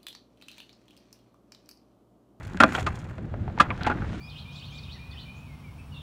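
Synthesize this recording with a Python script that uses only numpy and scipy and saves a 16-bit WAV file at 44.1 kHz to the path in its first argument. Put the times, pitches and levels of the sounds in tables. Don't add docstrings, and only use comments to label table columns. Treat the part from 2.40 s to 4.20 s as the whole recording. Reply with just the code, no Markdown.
import sys
import numpy as np
from scipy import signal
from scipy.fft import rfft, irfft
from scipy.io import wavfile
from scipy.ndimage import uniform_filter1d

SR = 44100
rng = np.random.default_rng(int(sys.argv[2]) if len(sys.argv) > 2 else 0)


def transcribe(signal):
    frames = np.atleast_2d(signal).T
    limited = np.clip(frames, -1, 1)
    pcm = np.round(limited * 32767).astype(np.int16)
    wavfile.write(sys.argv[1], SR, pcm)


N = 79380
SIZE = 16384
AGE, TIME = np.arange(SIZE) / SR, np.arange(N) / SR
KNOCK_TAIL_DB, KNOCK_TAIL_T60_S = -23.5, 0.19


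def undb(db):
    return 10 ** (np.asarray(db) / 20)


def curve(rows):
    return undb(np.interp(TIME, *np.array(rows).T))


def octaves(size):
    return np.log2(np.maximum(np.fft.rfftfreq(size, 1 / SR), 1))


def spectrum(rows, size=SIZE):
    hz, db = np.array(rows).T
    return np.interp(octaves(size), np.log2(hz), db)


def bump(hz, width, size=SIZE):
    return np.exp(-.5 * ((octaves(size) - np.log2(hz)) / width) ** 2)


def shelf():
    midpoint_hz = 2380
    return .5 + .5 * np.tanh(octaves(SIZE) - np.log2(midpoint_hz))


def colour(x, db):
    cepstrum = irfft(db * np.log(10) / 20)
    half = len(x) // 2
    cepstrum[1:half] *= 2
    cepstrum[half + 1:] = 0
    return irfft(rfft(x) * np.exp(rfft(cepstrum)))


def fade(t60):
    return np.exp(-np.log(1000) * AGE / t60)


def delayed(envelope, delay):
    return np.interp(AGE - delay, AGE, envelope)


def strength(x, db):
    return x * undb(db) / np.sqrt(np.sum(x ** 2) / (.03 * SR))


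def add(out, s, x):
    i = int(s * SR)
    out[i:i + len(x)] += x[:N - i]


def fractures(rise, t60, tail_db, tail_t60, db, damp_hz=3500):
    cracks_per_s = 7000
    cracks = rng.standard_normal(SIZE) * (rng.random(SIZE) < cracks_per_s / SR)
    dull_cracks = signal.lfilter(*signal.butter(2, damp_hz, fs=SR), cracks)
    early = delayed(fade(t60 * 0.76), rise)
    late = delayed(fade(t60) + undb(tail_db) * fade(tail_t60), rise) - early
    swell = np.minimum(AGE / rise, 1) ** 2
    burst = (cracks * early + dull_cracks * late) * swell
    power = uniform_filter1d(np.abs(rfft(burst)) ** 2, size=90)
    return colour(burst, db - 10 * np.log10(power + 1e-12))


def ring(modes, rise, bite, pitch=1):
    total = np.zeros(SIZE)
    for hz, db, t60 in modes:
        phase = 2 * np.pi * hz * pitch * (AGE - rise) + rng.normal(0, 0.44)
        total += undb(db) * delayed(fade(t60), rise + bite) * np.sin(phase)
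    return total * np.minimum(AGE / rise, 1)


def stream(rows, x):
    y = colour(x, spectrum(rows, size=N))
    return y / y.std()


def grains(rate, spread_db, t60):
    size = undb(spread_db * np.minimum(rng.exponential(size=N), 4))
    ticks = rng.random(N) < rate / SR
    power = signal.fftconvolve(size ** 2 * ticks, fade(t60) ** 2)[:N]
    return np.sqrt(np.abs(power)) * rng.standard_normal(N)


def wind():
    # f/Hz, relative spectral level/dB
    air_colour = [(20, -13), (45, -4.5), (90, 3.5), (130, 0.5), (190, -7.5), (280, -15.5), (400, -21),
                  (650, -23), (1000, -32), (1600, -32.5), (3000, -50), (7000, -72), (15000, -69)]
    # t/s, gain/dB
    wind_course = [(0, -5), (.2, -2), (.34, -4), (.46, 6.5), (.58, -2), (.68, -1.5), (.8, -2.5), (1.0, 2.5),
                   (1.15, 0.5), (1.4, 2), (1.58, 4.5), (1.8, -2)]
    air_db, gust_db = -35, 0.7
    gust = np.interp(TIME, np.arange(0, 2, .05), rng.standard_normal(40))
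    air = stream(air_colour, rng.standard_normal(N))
    return air * undb(air_db + gust_db * gust) * curve(wind_course)


def jacket():
    # t/s, level/dB
    rustle_course = [(0, -76), (1.1, -63), (1.4, -54), (1.62, -55), (1.75, -49), (1.8, -52)]
    # f/Hz, relative spectral level/dB
    rustle_colour = [(400, -9), (1500, 8.5), (3500, 3), (5000, -6), (7000, -10), (10000, -20.5),
                     (15000, -42)]
    return stream(rustle_colour, grains(6000, 3.7, 0.011)) * curve(rustle_course)


def trough():
    # t/s, level/dB
    rumble_course = [(0, -60), (.1, -50.5), (.15, -34.5), (.19, -54), (.28, -32), (.39, -48), (.45, -60),
                     (.48, -43), (.55, -53), (.76, -49), (.84, -34.5), (.92, -48), (1.0, -43.5), (1.2, -43),
                     (1.44, -45), (1.52, -30.5), (1.68, -42.5), (1.8, -35)]
    # f/Hz, relative spectral level/dB
    rumble_colour = [(60, -13), (130, -11), (185, 6), (280, -3), (340, -2.5), (450, -13), (800, -30.5),
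                     (3000, -74)]
    return stream(rumble_colour, grains(1400, 1.74, 0.025)) * curve(rumble_course)


def chips():
    # t/s, level/dB before the body resonances
    patter_course = [(0, -58), (.05, -51.5), (.19, -54.5), (.29, -49.5), (.35, -36.5), (.43, -43.5),
                     (.455, -55), (.53, -51), (.61, -53), (.70, -59.5), (.83, -67.5), (1.8, -74)]
    # f/Hz, relative spectral level/dB
    patter_colour = [(300, 7), (900, 9.5), (1700, 13), (3000, 8.5), (4800, -3), (7200, -1), (10000, -10.5),
                     (13500, -19), (16000, -25.5)]
    return stream(patter_colour, grains(450, 4, 0.036)) * curve(patter_course)


def grind():
    # t/s, level/dB before the body resonances
    grind_course = [(.25, -50.5), (.31, -39.5), (.375, -26.5), (.445, -55.5), (.49, -40.5), (.56, -49.5),
                    (.75, -52.5), (1.21, -64), (1.25, -35.5), (1.33, -43.5), (1.385, -50.5), (1.45, -40),
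                    (1.49, -38.5), (1.54, -40), (1.60, -40.5), (1.66, -47), (1.8, -57)]
    # f/Hz, relative spectral level/dB
    grind_colour = [(100, -41.5), (270, 13.5), (430, 4.5), (800, 8.5), (1500, 8), (2000, 2.5), (2700, -3.5),
                    (4500, -31), (8000, -53.5), (15000, -33)]
    return stream(grind_colour, grains(1600, 6, 0.017)) * curve(grind_course)


def snaps():
    # t/s, pitch f/Hz, skirt width/octaves, t60/s, level/dB before the body resonances
    snap_events = [(0.0295, 4500, 0.76, 0.048, -63.5), (0.0700, 5000, 1.3, 0.015, -64.5),
                   (0.1335, 4200, 0.77, 0.034, -62.5), (0.3315, 5600, 1.2, 0.041, -58),
                   (0.3506, 3130, 0.1, .05, -37), (0.4095, 5500, 1.1, .03, -66),
                   (0.5550, 5930, 0.52, 0.035, -59), (0.5885, 6370, 0.41, 0.066, -61),
                   (0.6946, 5500, 1.2, .03, -73), (1.3030, 2244, .15, 0.031, -35),
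                   (1.433, 3520, 0.48, 0.012, -44.5)]
    skirt_db = 13.5
    out = np.zeros(N)
    for s, hz, width, t60, db in snap_events:
        distance = (octaves(SIZE) - np.log2(hz)) / width
        tone = -skirt_db * np.log10(1 + distance ** 4)
        add(out, s, strength(fractures(0.00079, t60, KNOCK_TAIL_DB, t60, tone), db))
    return out


def knocks():
    # t/s, build-up/s, t60/s, level/dB before the body resonances,
    # resonance f/Hz, treble shelf level/dB, start of treble loss f/Hz
    knock_events = [(0.1723, 0.00062, 0.013, -43, 1650, 13, 12200),
                    (0.2236, 0.0018, 0.082, -20, 1490, -13, 9000),
                    (0.2879, .001, 0.034, -38, 1690, -6, 10900),
                    (0.35, 0.00038, 0.033, -28, 1430, 3, 14000),
                    (0.3852, 0.0018, 0.015, -35.5, 704, -5, 14000),
                    (0.462, 0.0049, 0.061, -25.5, 1205, 3.5, 10900),
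                    (0.7815, 0.00073, 0.033, -44.5, 590, -6.5, 12000),
                    (0.9389, 0.0019, 0.019, -39, 600, -21, 6000),
                    (1.078, 0.0015, 0.016, -40.5, 805, -17, 7900),
                    (1.0985, .001, 0.019, -47, 700, -13, 7000),
                    (1.1760, 0.00072, 0.012, -35.5, 875, -15, 4540),
                    (1.1860, 0.00067, 0.0316, -42, 1980, 15, 6100),
                    (1.3033, 0.0009, 0.067, -31, 1100, 1, 3440),
                    (1.3763, .001, 0.014, -49.5, 1540, 9, 10900),
                    (1.4078, 0.0011, 0.11, -39.5, 1400, 11, 3800),
                    (1.4440, 0.0045, .07, -35, 1530, 8, 4000),
                    (1.4639, 0.0026, 0.076, -22.5, 820, -3.5, 10200),
                    (1.4970, 0.0042, 0.047, -28, 1390, -11.5, 10000),
                    (1.51, 0.0045, 0.037, -29, 1470, -13, 5900),
                    (1.6180, 0.0034, 0.032, -39.5, 1440, -7, 6000), (1.729, 0.0013, .03, -46, 650, 1, 7900)]
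    # f/Hz, relative spectral level/dB
    chunk_colour = [(80, -9.5), (260, 6), (420, -3), (700, 0), (1400, -0.5), (1900, -3.5), (2700, -6),
                    (4500, -20.5), (7500, -27.5), (11000, -39), (15000, -62)]
    peak_db, peak_width_oct, loss_db_per_oct = 11, 0.18, 26
    out = np.zeros(N)
    for s, rise, t60, db, hz, treble_db, dull_hz in knock_events:
        tone = spectrum(chunk_colour) + treble_db * shelf()
        tone += peak_db * bump(hz, peak_width_oct)
        tone -= loss_db_per_oct * np.maximum(octaves(SIZE) - np.log2(dull_hz), 0)
        add(out, s, strength(fractures(rise, t60, KNOCK_TAIL_DB, KNOCK_TAIL_T60_S, tone), db))
    return out


def blows():
    # t/s, build-up/s, bite/s, crack t60/s, crack level/dB, treble shelf level/dB,
    # ice pitch f/Hz, ice level/dB, steel level/dB, trough level/dB (all before the body resonances)
    blow_events = [(0.2002, .0050, 0.002, .07, -15.5, 0.5, 1373, -16.5, -26.5, -25.5),
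                   (0.2348, 0.00163, 0.0019, 0.027, -16, -2.5, 1192, -18, -34, -19.5),
                   (1.1971, .0064, 0.0032, 0.087, -20.5, 6.5, 1200, -12.5, -31.5, -30.5)]
    # f/Hz, relative spectral level/dB
    fracture_colour = [(60, -31.5), (160, 0), (290, 5), (420, -16.5), (580, 2.5), (850, -1), (1300, 2.5),
                       (1700, -1), (2150, -6.5), (3000, -7.5), (4500, -21.5), (7000, -28), (10000, -39),
                       (15000, -56)]
    # multiple of the ice pitch, relative level/dB, t60/s
    ice_modes = [(.85, -12, .04), (1, -1, 0.039), (1.12, -7, 0.057), (1.39, -11, 0.02)]
    # f/Hz, relative level/dB, t60/s
    steel_modes = [(2574, 5.5, 0.053), (3430, -4.5, .05), (5390, -11, 0.036), (7160, -16, 0.053),
                   (9270, -11, 0.0083)]
    # f/Hz, relative level/dB, t60/s
    trough_modes = [(158, -7.5, 0.055), (221, -8.5, 0.13), (246, -4.5, 0.12), (289, 1, 0.088),
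                    (521.4, -6.5, 0.094), (643, -2.5, 0.092)]
    tail_db, tail_t60_s = -27, 0.24
    echo_s, echo_db = .0049, -15.5
    out = np.zeros(N)
    for s, rise, bite, t60, db, treble_db, hz, ice_db, steel_db, trough_db in blow_events:
        tone = spectrum(fracture_colour) + treble_db * shelf()
        crack = strength(fractures(rise, t60, tail_db, tail_t60_s, tone, damp_hz=2500), db)
        ice = strength(ring(ice_modes, rise, bite, hz), ice_db)
        steel = strength(ring(steel_modes, rise, bite), steel_db)
        tub = strength(ring(trough_modes, rise, bite), trough_db)
        add(out, s, crack + ice + steel)
        add(out, s + echo_s, undb(echo_db) * crack + tub)
    return out


def body(x):
    # f/Hz, width/octaves, gain/dB
    body_modes = [(499, 0.042, 4.5), (649, 0.023, 1.5), (729, 0.022, 4.5), (783, 0.024, -0.5),
                  (831, 0.017, 5.5), (1021, 0.0083, 2), (1150, 0.012, 0), (1401, 0.022, 4),
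                  (1527, 0.023, 2), (1607, 0.03, 1.5), (1884, 0.0067, -1.5), (2230, 0.02, -1.5),
                  (2512, 0.0083, 0), (2980, 0.052, -3), (3340, 0.028, 3), (4380, 0.12, 2.5),
                  (5200, 0.033, -2), (5290, 0.01, 4), (6860, 0.054, 3)]
    gain_db = -1 + sum(db * bump(hz, width, size=N) for hz, width, db in body_modes)
    return colour(x, gain_db)


def scene():
    inside = body(chips() + grind() + snaps() + knocks() + blows())
    return (wind() + jacket() + trough() + inside)[None]


def record(dry):
    soft = dry / (1 + dry ** 6) ** (1 / 6)
    low_pass = signal.ellip(8, .2, 80, 15500, fs=SR, output="sos")
    return signal.sosfilt(low_pass, soft)


dry = scene()
out = record(dry)
transcribe(out)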